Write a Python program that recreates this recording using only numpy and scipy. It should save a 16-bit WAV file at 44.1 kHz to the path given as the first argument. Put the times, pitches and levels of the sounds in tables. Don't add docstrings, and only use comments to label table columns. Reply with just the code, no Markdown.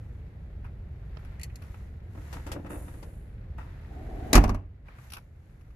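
import sys
import numpy as np
from scipy import signal
from scipy.fft import rfft, irfft, next_fast_len
from scipy.io import wavfile
from scipy.ndimage import uniform_filter1d

SR = 44100
rng = np.random.default_rng(int(sys.argv[2]) if len(sys.argv) > 2 else 0)


def waveform_to_disk(signal):
    frames = np.transpose(np.atleast_2d(signal))
    scaled = np.clip(frames, -1, 1) * 32767
    samples = np.round(scaled).astype(np.int16)
    wavfile.write(sys.argv[1], SR, samples)


N = 253843
TIME = np.arange(N) / SR
SWING_START_S, SWING_END_S = 3.88, 4.33

# (frequency [Hz], left-right correlation [0..1])
STEREO_LIKENESS = [(60, 1), (200, 0.97), (370, .8), (670, 0.42), (1300, 0.095), (2800, .02), (13000, 0.034)]
# (frequency [Hz], level [dB])
CLOTH_COLOUR = [(290, -35.5), (500, -3), (622, -5), (904, -6), (1170, -8), (1260, -6.5), (1990, -6.5),
                (3180, -18.5), (6000, -21.5), (7800, -57), (13200, -120)]
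# (frequency [Hz], level [dB])
FITTING_COLOUR = [(120, -46), (200, -1), (527, -5), (711, 3), (1440, 6.5), (1840, -5), (2490, 9),
                  (4140, -12), (5900, -11), (6550, -26), (7680, -19), (8540, -29), (9830, -9), (12400, -3),
                  (13500, -20)]
# (frequency [Hz], level [dB])
BODY_COLOUR = [(140, -29), (230, 0.5), (287, -6), (425, -9), (479, -12.5), (673, -7), (979, -12.5),
               (1120, -12), (1500, -20.5), (2720, -21.5), (3120, -27), (5290, -29), (9440, -38.5),
               (12400, -37), (13500, -46.5)]


def from_db(db):
    return 10 ** (np.asarray(db) / 20)


def unit_rms(x):
    return x / np.sqrt(np.mean(x ** 2) + 1e-20)


def at_hz(curve, hz):
    knots_hz, values = np.transpose(curve)
    return np.interp(np.log(hz), np.log(knots_hz), values)


def panned(left_db):
    return from_db(np.array([[left_db], [-left_db]]) / 2)


def noise(colour, low_hz, high_hz, grain_db=0, resonances=(), resonant_db=0):
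    size = next_fast_len(N, True)
    grains = np.repeat(rng.standard_normal(size // 32 + 1).clip(-2.5, 2.5), 32)[:size]
    mid, side = rfft(rng.standard_normal((2, size)) * from_db(grain_db * grains))
    hz = np.maximum(np.arange(len(mid)) * SR / size, 1)
    band = 1 / np.sqrt((1 + (low_hz / hz) ** 10) * (1 + (hz / high_hz) ** 10))
    peaks = np.zeros(len(hz))
    for centre, width, db in resonances:
        peaks += from_db(2 * db) / (1 + (2 * (hz - centre) / width) ** 2)
    broad = unit_rms(band * from_db(at_hz(colour, hz)))
    resonant = from_db(resonant_db) * unit_rms(band * np.sqrt(peaks))
    alike = at_hz(STEREO_LIKENESS, hz)
    stereo = np.sqrt(1 + alike) * mid + np.sqrt(1 - alike) * side * [[1], [-1]]
    return unit_rms(irfft(np.hypot(broad, resonant) * stereo, size)[:, :N])


def ring(force, hz, t60):
    radius, angle = from_db(-60 / (t60 * SR)), 2 * np.pi * hz / SR
    return signal.lfilter([0, np.sin(angle)], [1, -2 * radius * np.cos(angle), radius ** 2], force + 1e-18)


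def bursts(times, level_db, t60, texture, rise_s, tail_db, tail_t60):
    power, t = np.zeros(N), TIME[:SR]
    for start, db, hit_t60 in np.broadcast(times, level_db, t60):
        at = round(start * SR)
        attack = 1 - np.exp(-(t / rise_s) ** 2)
        decay = from_db(-120 * t / hit_t60) + from_db(2 * tail_db - 120 * t / tail_t60)
        power[at:at + SR] += (attack * decay * from_db(db) ** 2)[:N - at]
    return np.sqrt(power) * texture


def clink(times, level_db, modes):
    clicks = np.zeros(N)
    clicks[np.round(times * SR).astype(int)] = from_db(level_db)
    return sum(from_db(db) * ring(clicks, hz, t60) * [[1], [0.75 * (-1) ** k]]
               for k, (hz, db, t60) in enumerate(modes))


def hatch_speed(rise_db_per_s=26, fade_s=0.04):
    gate = np.clip(np.minimum(TIME - SWING_START_S, SWING_END_S + fade_s - TIME) / fade_s, 0, 1)
    return gate * from_db(rise_db_per_s * np.minimum(TIME - SWING_END_S, 0))


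def wind(steady_db=-40, draught_db=-36):
    # (frequency [Hz], level [dB])
    wind_colour = [(13, -35), (22, -9), (53, -0.5), (75, -1), (102, -7), (120, -7.5), (171, -16),
                   (264, -25.5), (484, -29.5), (900, -39.5), (1170, -70.5), (1980, -120)]
    level = np.hypot(from_db(steady_db), from_db(draught_db) * hatch_speed())
    return level * noise(wind_colour, 18, 900) * panned(-0.3)


def shuffle():
    # (peak time [s], rub level [dB], grit level [dB], rise [s], fall [s])
    rustles = [(0.02, -79, -79.5, 0.063, 0.2), (1.28, -60.5, -76.5, 0.17, 0.16),
               (1.72, -61.5, -70.5, 0.13, 0.13), (2.32, -56, -63.5, 0.12, 0.16),
               (2.88, -61, -68.5, 0.19, 0.15), (3.7, -60.5, -75.5, 0.084, 0.34),
               (4.89, -52.5, -71, 0.026, 0.12), (5.04, -54, -60, 0.054, 0.12),
               (5.55, -64.5, -72.5, .2, .25)]
    # (frequency [Hz], level [dB])
    grit_colour = [(1760, -28), (3000, -2.5), (3170, -5.5), (4780, -11.5), (6840, -7), (8860, -14),
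                   (10500, -9), (12200, -6.5), (13100, -13), (13500, -26.5)]
    pull = hatch_speed()
    rub = np.hypot(from_db(-65), from_db(-52.5) * pull)
    grit = np.hypot(from_db(-82.5), from_db(-65.5) * pull)
    for peak_s, rub_db, grit_db, rise_s, fall_s in rustles:
        swell = np.exp(-0.5 * ((TIME - peak_s) / np.where(TIME < peak_s, rise_s, fall_s)) ** 2)
        rub = np.hypot(rub, from_db(rub_db) * swell)
        grit = np.hypot(grit, from_db(grit_db) * swell)
    rubbing = from_db(-0.86) * rub * noise(CLOTH_COLOUR, 650, 4460, grain_db=2)
    trickle = grit * noise(grit_colour, 3800, 17000, grain_db=2.5)
    return (rubbing + trickle + crackle(rub)) * panned(0.77)


def crackle(rub, per_second=9, t60=0.022):
    gaps, sizes = rng.standard_exponential((80, 2)).T
    times = np.cumsum(gaps) / per_second
    heard = times < TIME[-2]
    rub_db = 20 * np.log10(np.interp(times, TIME, rub))
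    db = rub_db + 3 + 1.4 * np.minimum(sizes, 2)
    crisp = noise(CLOTH_COLOUR, 800, 6000, grain_db=3)
    return bursts(times[heard], db[heard], t60, crisp, rise_s=0.0013, tail_db=-14.5, tail_t60=0.08)


def fittings():
    # (time [s], base level [dB], brightness [dB], base t60 [s])
    ticks = [(0.644, -53, -20, 0.15), (1.192, -60, -8, 0.049), (1.248, -58.5, -3.5, 0.041),
             (1.618, -57.5, -6.5, 0.18), (1.743, -52.5, -13.5, 0.043), (4.884, -40.5, -23, 0.044),
             (4.985, -47, -17, .06), (5.101, -53.5, 14, 0.027), (5.12, -42, 5.5, 0.03),
             (5.132, -43.5, 3.5, 0.14), (5.167, -39.5, -5.5, 0.054), (5.179, -42, -13, 0.046),
             (5.609, -59, -4.5, 0.048), (5.704, -56, -11, 0.045)]
    times, db, bright_db, t60 = np.transpose(ticks)
    dull = noise(FITTING_COLOUR, 260, 580)
    hard = noise(FITTING_COLOUR, 550, 1940, grain_db=3)
    sharp = noise(FITTING_COLOUR, 3970, 9900, grain_db=5)
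    narrow = noise(FITTING_COLOUR, 2500, 2500, grain_db=1)
    knock = bursts(times, db - 7, t60, dull, rise_s=0.0015, tail_db=-23, tail_t60=0.28)
    clack = bursts(times, db + 4, 1.09 * t60, hard, rise_s=0.00085, tail_db=-9.5, tail_t60=0.057)
    snap = bursts(times, db + bright_db + 5.5, t60, sharp, rise_s=0.0024, tail_db=-14.5, tail_t60=0.066)
    ping_db = db + 0.55 * bright_db - 0.5
    ping = bursts(times, ping_db, t60, narrow, rise_s=0.001, tail_db=-12, tail_t60=0.08)
    return (knock + clack + ping + snap) * panned(1.7)


def finger_tap(at_s=1.17, level_db=-37.5, t60=0.025):
    shell = noise(BODY_COLOUR, 220, 5600)
    return bursts(at_s, level_db, t60, shell, rise_s=0.00079, tail_db=-32, tail_t60=0.2) * panned(-11)


def hinge():
    # (time [s], base level [dB], brightness [dB])
    slips = [(1.396, -50.5, -4), (1.4134, -49, 1.5), (1.4328, -44, 8), (1.4413, -53.5, 6),
             (1.498, -55, -18), (1.557, -56.5, 10)]
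    # (frequency [Hz], width [Hz], level [dB])
    peaks = [(1930, 150, 23), (4450, 23, 4), (5140, 33, -29), (6460, 61, -3), (7500, 220, -7),
             (9360, 270, -6.5), (12200, 34, -11)]
    # (frequency [Hz], level [dB], t60 [s])
    hinge_modes = [(4200, -2, 0.043), (2150, -9, 0.063), (4460, -2.5, 0.039), (10100, -7, .04),
                   (6980, -7, 0.04)]
    times, db, bright_db = np.transpose(slips)
    top_db = db + bright_db
    low = noise(FITTING_COLOUR, 2400, 2600, grain_db=-1.5, resonances=peaks, resonant_db=1)
    high = noise(FITTING_COLOUR, 5200, 16000, grain_db=1.5, resonances=peaks, resonant_db=6)
    ping = bursts(times, db + 3, t60=0.057, texture=low, rise_s=0.0012, tail_db=-13, tail_t60=0.1)
    snap = bursts(times, top_db + 3.5, t60=0.0255, texture=high,
                  rise_s=0.0008, tail_db=-13.5, tail_t60=0.08)
    return ping + snap + clink(times, top_db - 4, hinge_modes)


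def footsteps(sole_delay_s=0.0317):
    # (time [s], base level [dB], tread offset [dB], grit offset [dB], base t60 [s])
    heels = [(2.149, -53.5, 11, -13, 0.051), (2.174, -47, 0.5, -21, 0.059), (2.326, -45, 1.5, -3, 0.17),
             (2.366, -42, -10, -22, 0.066), (2.464, -42.5, 1.5, -9.5, 0.16), (2.516, -36, 1, -3.5, 0.1),
             (2.56, -45, 10.5, -31, 0.076), (2.645, -53.5, 14, -18, 0.12), (2.661, -42.5, -13, -17.5, .08),
             (2.7, -46, 7.5, -20, 0.37), (2.88, -43.5, -4.5, -27, 0.051), (2.938, -53.5, 8.5, -12, 0.07),
             (3.026, -47, 4.5, -6, 0.084), (3.579, -49, -9.5, -17, 0.41)]
    # (frequency [Hz], level [dB])
    step_colour = [(110, -0.5), (180, 8), (220, -11), (299, 1), (391, -14.5), (542, -8), (604, -13),
                   (1880, -15.5), (4020, -31.5), (4570, -28), (9580, -34.5), (12600, -27), (13500, -64)]
    # (frequency [Hz], width [Hz], level [dB])
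    stone_peaks = [(920, 160, -1.5), (1330, 180, -4), (1622, 24, -8), (1890, 83, -6), (2634, 58, -5.5),
                   (2930, 21, -5), (2800, 7.3, -4.5), (3650, 50, 2)]
    heel_s, db, tread_offset, grit_offset, heel_t60 = np.transpose(heels)
    times, t60 = np.r_[heel_s, heel_s + sole_delay_s], np.r_[heel_t60, heel_t60]
    tread_db = np.r_[db + tread_offset, db + tread_offset - 4.5]
    crunch_db = np.r_[db + 2, db - 10]
    grit_db = db + grit_offset + 2.5
    hollow = noise(step_colour, 229, 765)
    stony = noise(step_colour, 510, 2460, grain_db=4.5, resonances=stone_peaks, resonant_db=3.5)
    sandy = noise(step_colour, 2700, 11700)
    tread = bursts(times, tread_db, 1.5 * t60, hollow, rise_s=0.0022, tail_db=-12.5, tail_t60=0.52)
    crunch = bursts(times, crunch_db, 1.03 * t60, stony, rise_s=0.0033, tail_db=-23, tail_t60=0.58)
    grit = bursts(heel_s, grit_db, 0.96 * heel_t60, sandy, rise_s=0.003, tail_db=-37, tail_t60=0.18)
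    return tread * panned(0.8) + (crunch + grit) * panned(3.1)


def slide():
    # (time [s], relative level [dB])
    fade = [(2.71, -55), (2.948, -68.5), (3.062, -70), (3.25, -73)]
    # (frequency [Hz], level [dB])
    slide_colour = [(3240, -41), (5500, -17), (7500, -6), (8920, -15), (9020, -4), (9720, 1), (10600, -5.5),
                    (12300, -2), (13300, -24)]
    times, db = np.transpose(fade)
    level = from_db(np.interp(TIME, times, db) + 2)
    gate = np.interp(TIME, [2.69, 2.705, 3.15, 3.4], [0, 1, 1, 0])
    return level * gate * noise(slide_colour, 6200, 13300, grain_db=1.5)


def swing(base_db=-40.5, cushion_db=7.5, cushion_s=0.013):
    # (frequency [Hz], level [dB])
    swish_colour = [(88, -30), (150, 5), (227, -2), (389, -2), (556, -13.5), (601, -9.5), (728, -1.5),
                    (963, -23.5), (1170, -22), (1270, -30), (1500, -18), (1950, -58), (3300, -120)]
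    rush_db = cushion_db * np.exp(np.minimum(TIME - SWING_END_S, 0) / cushion_s)
    return from_db(base_db + rush_db) * hatch_speed() * noise(swish_colour, 230, 1100)


def contacts(rebound_s=4.4385, gap_s=0.0532):
    # (time [s], base level [dB], panel offset [dB], latch offset [dB], base t60 [s])
    impacts = [(4.33, -16, 5.4, 7.5, 0.05), (4.34, -19, 4, -1.5, 0.15), (4.353, -11, 8.4, 0, .08),
               (4.361, -20.5, 5, 1, 0.079), (4.377, -11, 4, -9, 0.055)]
    rebounds = [(rebound_s + k * gap_s, -18.5 - 3.5 * k ** 2, 4.5, -11.5, 0.076) for k in range(3)]
    catch = (4.479, -26, 4.5, -13, 0.02888)
    return np.vstack([impacts, rebounds, catch])


def slam():
    # (frequency [Hz], width [Hz], level [dB])
    latch_peaks = [(3540, 65, 5.5), (4700, 79, 0.5), (5400, 67, -4), (6070, 130, 6), (9600, 88, -9),
                   (10700, 51, -4.5), (10900, 410, -6), (11500, 69, -3.5), (11200, 290, -3),
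                   (12500, 150, -5.5)]
    # (frequency [Hz], level [dB], t60 [s])
    latch_modes = [(3905, -0.5, .055), (2765, -8.5, .07), (7250, -1.5, .05), (6430, -7, 0.065),
                   (9680, -2, 0.024), (9050, -5.5, .04), (12100, -3, .045), (4240, -3, .04)]
    times, db, panel_offset, latch_offset, t60 = contacts().T
    sheet_db = db + 1.5 + 0.85 * np.minimum(latch_offset, 0)
    latch_db = db + latch_offset + 2.5
    steel = noise(BODY_COLOUR, 4100, 18000, grain_db=2, resonances=latch_peaks, resonant_db=-6)
    thud = noise(BODY_COLOUR, 90, 630)
    clack = noise(BODY_COLOUR, 760, 1500, grain_db=-1)
    clatter = noise(BODY_COLOUR, 1500, 2800, grain_db=3)
    panel = bursts(times, db + panel_offset, 1.28 * t60, thud, rise_s=0.0019, tail_db=-17.5, tail_t60=0.4)
    trim = bursts(times, db + 4.5, 0.73 * t60, clack, rise_s=0.0023, tail_db=-18, tail_t60=0.3)
    sheet = bursts(times, sheet_db, 1.2 * t60, clatter, rise_s=0.003, tail_db=-23.5, tail_t60=0.45)
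    latch = bursts(times, latch_db, 0.65 * t60, steel, rise_s=0.00086, tail_db=-29.5, tail_t60=0.31)
    crash = panel * panned(-1.5) + trim * panned(4.5) + (sheet + latch) * panned(2.4)
    ping = clink(times[:1], level_db=-17, modes=latch_modes)
    return crash + ping + hatch_ring(times, db + 26)


def hatch_ring(times, contact_db, t60_at_1k=0.26, spread_db=1):
    # (frequency [Hz], level [dB])
    hatch_modes = [(290.7, -38.5), (333.8, -47.5), (398.4, -44), (522.2, -48.5), (592.2, -49),
                   (678.3, -45.5), (759.0, -46.5), (796.7, -49), (823.6, -46), (942.1, -54), (1039, -49),
                   (1093, -53.5), (1157, -51.5), (1572, -57.5), (1593, -58.5), (1685, -61.5), (1820, -57.5),
                   (1890, -62), (1949, -60.5), (2315, -58.5), (2482, -63.5), (2632, -59.5), (2702, -65.5),
                   (2837, -65)]
    at = np.round(times * SR).astype(int)
    ringing = np.zeros((2, N))
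    for hz, db in hatch_modes:
        clicks = np.zeros(N)
        strength_db = contact_db + db + spread_db * rng.standard_normal(len(at))
        clicks[at] = from_db(strength_db) * rng.choice([-1, 1], len(at))
        width = np.sqrt(1 - at_hz(STEREO_LIKENESS, hz))
        pan = np.pi / 4 * (1 + width * rng.uniform(-1, 1))
        ringing += ring(clicks, hz, t60_at_1k * (1000 / hz) ** 0.25) * [[np.cos(pan)], [np.sin(pan)]]
    return ringing


def cabin_boom():
    # (time [s], level [dB], length [s])
    pushes = [(4.351, -1, 0.0042), (4.374, -1, 0.0069), (4.393, -9, 0.004), (4.455, -12, 0.0064),
              (4.498, -13.5, 0.0047), (4.548, -20.5, 0.0072)]
    # (frequency [Hz], level [dB], t60 [s])
    cabin_modes = [(43.7, 4, 0.14), (62, -9.5, 0.27), (94.9, -10.5, 0.48), (125.4, -14, 0.16),
                   (157, -10.5, 0.26), (188, -7.5, 0.22), (280, -11, 0.3)]
    force = np.zeros(N)
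    for start, db, length in pushes:
        push = np.sin(np.pi * np.clip((TIME - start) / length, 0, 1)) ** 2
        force -= from_db(db) * push / push.sum()
    return sum(from_db(db) * ring(force, hz, t60) for hz, db, t60 in cabin_modes) * panned(-1.6)


def gain_control(x, threshold_db=-19, max_cut_db=7):
    power = uniform_filter1d(np.mean(x ** 2, axis=0), size=300)
    level_db = 10 * np.log10(np.abs(power) + 1e-12)
    cut_db = np.maximum.accumulate(np.clip(level_db - threshold_db, 0, max_cut_db))
    return x * from_db(-cut_db)


def scene():
    foley = wind() + shuffle() + hinge() + fittings() + finger_tap() + footsteps() + slide()
    return foley + swing() + slam() + cabin_boom()


def record(dry):
    low_cut = signal.butter(2, 21, "high", fs=SR, output="sos")
    high_cut = signal.ellip(10, 0.2, 80, 13400, fs=SR, output="sos")
    ducked = gain_control(signal.sosfilt(low_cut, dry))
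    return signal.sosfilt(high_cut, np.clip(ducked, -1, 1))


dry = scene()
out = record(dry)
waveform_to_disk(out)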